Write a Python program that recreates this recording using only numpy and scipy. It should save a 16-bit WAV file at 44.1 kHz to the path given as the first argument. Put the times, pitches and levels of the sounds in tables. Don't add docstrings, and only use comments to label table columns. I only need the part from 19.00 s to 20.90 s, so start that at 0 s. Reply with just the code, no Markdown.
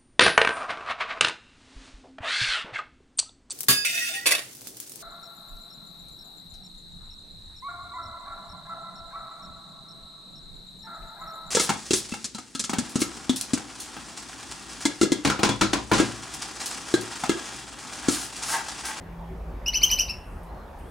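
import sys
import numpy as np
from scipy import signal
from scipy.io import wavfile
from scipy.ndimage import uniform_filter1d

SR = 44100
rng = np.random.default_rng(int(sys.argv[2]) if len(sys.argv) > 2 else 0)


def decibels_to_gain(level_db):
    exponent = np.asarray(level_db, float) / 20
    return 10 ** exponent


def put_to_file(sound):
    columns = np.atleast_2d(sound).T
    safe = np.clip(columns, -1, 1)
    whole_steps = np.round(safe * 32767)
    wavfile.write(sys.argv[1], SR, whole_steps.astype(np.int16))


N = 83790
AIR_DB = -67


def evened(x):
    return x / np.sqrt(np.mean(x ** 2) + 1e-20)


def read(points, hz):
    f, value = np.transpose(points)
    return np.interp(np.log(hz + 1), np.log(f + 1), value)


def add(mix, s, sound):
    part = mix[round(s * SR):][:len(sound)]
    part += sound[:len(part)]


def drift(count, size):
    return evened(uniform_filter1d(uniform_filter1d(rng.standard_normal(count), size), size))


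def noise(spectrum, patchy_db):
    # (frequency [Hz], correlation [-1 to 1])
    likeness = [(30, .99995), (90, .999), (200, 0.89), (550, 0.73), (1650, 0.66), (4000, 0.51),
                (7000, 0.83), (15000, 1)]
    frames, hz = N // 256 + 5, np.fft.rfftfreq(1024, 1 / SR)
    a, b, c, d, patches = rng.standard_normal((frames, 513, 5)).T
    patches = uniform_filter1d(patches, 10, 0)
    patches = evened(uniform_filter1d(patches, 14, 1))
    same = np.clip(read(likeness, hz), -1, 1)[:, None]
    mid = np.sqrt((1 + same) / 2) * (a + 1j * b)
    side = np.sqrt((1 - same) / 2) * (c + 1j * d)
    shape = decibels_to_gain(read(spectrum, hz))
    z = np.array([mid + side, mid - side]) * shape[:, None] * decibels_to_gain(patchy_db * patches)
    sound = evened(signal.istft(z, nperseg=1024, noverlap=768)[1][:, :N])
    share = np.sqrt(np.sum(shape[hz > 200] ** 2) / np.sum(shape ** 2))
    return sound / share


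def traffic():
    # (frequency [Hz], density [dB per Hz])
    rumble = [(20, -28), (36, 6.5), (70, -10.5), (190, -9), (330, -14.5), (520, -14.5), (870, -14.5),
              (2500, -33)]
    # (time [s], level [dB])
    passing = [(0.0, -46), (0.344, -45.5), (0.492, -46.5), (0.508, -46.5), (0.55, -46), (1.856, -46.5),
               (1.9, -47)]
    t = np.arange(N) / SR
    s, db = np.transpose(passing)
    swell = decibels_to_gain(np.interp(t, s, db - db.mean()))
    fade_in = np.minimum(t / 0.024 + 0.64, 1)
    return fade_in * decibels_to_gain(-45) * swell * noise(rumble + [(9000, -59)], patchy_db=1.98)


def air():
    # (frequency [Hz], density [dB per Hz])
    hiss = [(1000, -13), (2000, -14.5), (3000, -11), (5000, -6.5), (8000, -11.5), (12000, -10),
            (15500, -14.5)]
    return decibels_to_gain(AIR_DB) * noise([(300, -63.5)] + hiss, patchy_db=.5)


def engine():
    # (time [s], frequency [Hz], level [dB])
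    throb_high = [(0.0, 60, -76), (0.046, 53.8, -48), (0.454, 55.9, -36.5), (0.91, 52.82, -43.5),
                  (1.02, 48.3, -51), (1.45, 47.87, -46.5), (1.554, 57, -54), (1.814, 52.3, -57),
                  (1.9, 47.6, -57)]
    throb_low = [(0.0, 45.6, -70), (0.052, 46.2, -44), (0.248, 44.96, -51), (0.656, 42, -39),
                 (1.062, 41.8, -39.5), (1.084, 42.6, -59), (1.328, 40.7, -37), (1.824, 41.96, -73),
                 (1.9, 42.7, -47)]
    drone = [(0.0, 165, -75), (0.03, 170.4, -46.5), (0.316, 168.8, -40.5), (0.406, 167.8, -58.5),
             (0.496, 165.2, -39), (0.528, 162, -60.5), (0.93, 170.7, -52), (1.0, 170.9, -60),
             (1.386, 176.8, -54), (1.46, 165.2, -49), (1.634, 176.4, -84), (1.9, 169.3, -50.5)]
    whine = [(0, 375, -56), (0.269, 375, -64), (.32, 375, -42.5), (0.401, 374, -67), (0.502, 374, -55.5),
             (0.652, 368, -62), (1.9, 374, -63.5)]
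    hum = [(0, 76.1, -59), (0.901, 76, -50.5), (1.9, 76.3, -53)]
    t, out = np.arange(N) / SR, np.zeros(N)
    for curve in throb_high, throb_low, drone, whine, hum:
        s, hz, db = np.transpose(curve)
        level = np.sqrt(2) * decibels_to_gain(np.interp(t, s, db))
        turns = np.cumsum(np.interp(t, s, hz)) / SR
        out += level * np.sin(2 * np.pi * turns)
    return out


def tick(start, db, hz, decay):
    t, width_hz = np.arange(3000) / SR, 2200
    limits = [hz - width_hz, min(hz + width_hz, .45 * SR)]
    band = signal.butter(2, limits, "band", fs=SR, output="sos")
    puff = evened(signal.sosfilt(band, rng.standard_normal(3000)))
    return start, decibels_to_gain(db) * puff * np.exp(-t / decay)


def note(start, length, effort_db, low_hz, top_hz):
    # (multiple of the pitch, level [dB])
    partials = [(1, -4), (2, -3.3), (3, -25), (4, -24.5), (5, -27.5)]
    # (frequency [Hz], gain [dB])
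    beak = [(1700, -16), (2300, -7), (3000, 0), (3600, -5), (6000, 0), (8000, -10), (12000, 0), (16000, -3)]
    attack_s, release_s = .007, 0.011
    climb_hz_per_s, drop_hz_per_s, knee_hz = 48000, 43000, 125
    t = np.arange(0, length + 3 * release_s, 1 / SR)
    waver = .0045 * drift(4000, size=40)[:len(t)]
    flutter_db = 3.5 * drift(4000, size=120)[:len(t)]
    breath = decibels_to_gain(-23) * drift(4000, size=7)[:len(t)]

    to_climb = top_hz - low_hz - climb_hz_per_s * t
    hz = top_hz - knee_hz * np.logaddexp(0, to_climb / knee_hz)
    level_db = effort_db - 13 * (top_hz - hz) / 1250 + flutter_db
    letting_go = np.maximum(t - length + release_s / 2, 0)
    hz = np.maximum(hz - drop_hz_per_s * letting_go, low_hz / 2) * (1 + waver)
    turns = np.cumsum(hz) / SR

    tone = np.zeros(len(t))
    for k, db in partials:
        shrill_db = (k > 2.5) * .9 * (level_db + 23.5)
        tone += decibels_to_gain(db + read(beak, k * hz) + shrill_db) * np.sin(2 * np.pi * k * turns)
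    attack = np.minimum(t / attack_s, 1)
    release = np.exp(-(np.maximum(t - length + release_s, 0) / release_s) ** 2)
    return start, tone * (1 + breath) * attack * release * decibels_to_gain(level_db)


def yard(x):
    # (frequency [Hz], 60 dB decay time [s])
    ring = [(2000, .6), (2700, .68), (3100, .48), (5500, .38), (9000, .33), (15000, .28)]
    t = np.arange(SR // 2) / SR
    hz, frame, z = signal.stft(rng.standard_normal((2, len(t))), SR, nperseg=256)
    decay = decibels_to_gain(-60 * frame / read(ring, hz)[:, None])
    tail = signal.istft(z * decay, SR, nperseg=256)[1][:, :len(t)]
    tail = tail * np.minimum(t / 0.0067, 1)
    tail = decibels_to_gain(-12) * tail / np.linalg.norm(tail[0])
    near = rng.standard_normal((2, len(t))) * decibels_to_gain(-60 * t / 0.26)
    near = decibels_to_gain(-1) * near / np.linalg.norm(near[0])
    ground = rng.standard_normal((2, len(t))) * decibels_to_gain(-60 * t / .055)
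    ground = decibels_to_gain(1.5) * ground / np.linalg.norm(ground[0])
    direct = decibels_to_gain(-1.5) * (t == 0)

    mid = tail[0] + near[0] + direct + ground[0]
    side = decibels_to_gain(-12.5) * (tail[1] + near[1] + .3 * ground[1])
    pan = decibels_to_gain(np.array([[0.46], [-0.46]]))
    taps = pan * np.array([mid + side, mid - side])
    return signal.fftconvolve(x[None], taps, axes=1)[:, :N]


def leaves():
    # (time [s], level [dB])
    rustle = [(1.15, -58), (1.368, -60), (1.508, -77), (1.9, -55.5)]
    s, db = np.transpose(rustle)
    stir_db = np.interp(np.arange(N) / SR, [0, s[0] - .2, *s], [0, 0, *(db - db.min())])
    rise = np.sqrt(np.maximum(decibels_to_gain(stir_db) ** 2 - 1, 0))
    bright = [(3000, -30.5), (9000, 7.0), (13000, -4), (16000, -18)]  # (frequency [Hz], density [dB per Hz])
    return decibels_to_gain(AIR_DB - 20.5) * rise * noise(bright, patchy_db=4)


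def far_note(start, length, db, first_hz, last_hz):
    t = np.arange(0, length, 1 / SR)
    hz = first_hz + (last_hz - first_hz) * t / length
    blur = decibels_to_gain(5.0 * drift(8000, size=90)[:len(t)])
    swell = np.sin(np.pi * t / length) ** .5
    return start, decibels_to_gain(db) * blur * swell * np.sin(2 * np.pi * np.cumsum(hz) / SR)


def scene():
    # (start [s], level [dB], centre [Hz], decay [s])
    snaps = [
        (.29, -67, 12000, .004),
        (1.063, -59, 11000, .005),
        (1.39, -68, 11000, .015),
        (1.432, -57, 10800, .007),
        (1.44, -64, 10000, .03),
        (1.787, -59, 10800, .007),
        (1.795, -65, 10000, .03),
        (1.888, -66, 10000, .01),
    ]
    # (start [s], length [s], effort [dB], first pitch [Hz], top pitch [Hz])
    song = [
        (.656, .043, -25, 2350, 2925),
        (.727, .055, -23, 1750, 2985),
        (.808, .05, -19, 1750, 3110),
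        (.888, .05, -19, 1750, 3030),
        (.972, .045, -20, 1750, 3000),
        (1.076, .04, -29, 1750, 2740),
    ]
    # (start [s], length [s], level [dB], first pitch [Hz], last pitch [Hz])
    far_song = [
        (1.46, .07, -71, 4000, 4200),
        (1.54, .125, -69, 4300, 4050),
        (1.8, .03, -64, 2950, 3050),
        (1.835, .075, -65, 3050, 3600),
        (1.8, .03, -65, 2450, 2500),
    ]
    mix, small = traffic() + air() + engine() + leaves(), np.zeros(N)
    for row in snaps:
        add(small, *tick(*row))
    for row in song:
        bird = np.zeros(N)
        add(bird, *note(*row))
        mix = mix + yard(bird)
    for row in far_song:
        add(small, *far_note(*row))
    return mix + small


def roll_off(x):
    return signal.sosfilt(signal.butter(12, 16730, fs=SR, output="sos"), x)


def record(dry):
    rumble_cut = signal.butter(2, 33, "high", fs=SR, output="sos")
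    treble_cut = signal.firwin(511, 15850, window=("kaiser", 9), fs=SR)
    firm = signal.sosfilt(rumble_cut, dry)
    mix = signal.oaconvolve(firm, treble_cut[None], "same")
    return roll_off(mix)


dry = scene()
out = record(dry)
put_to_file(out)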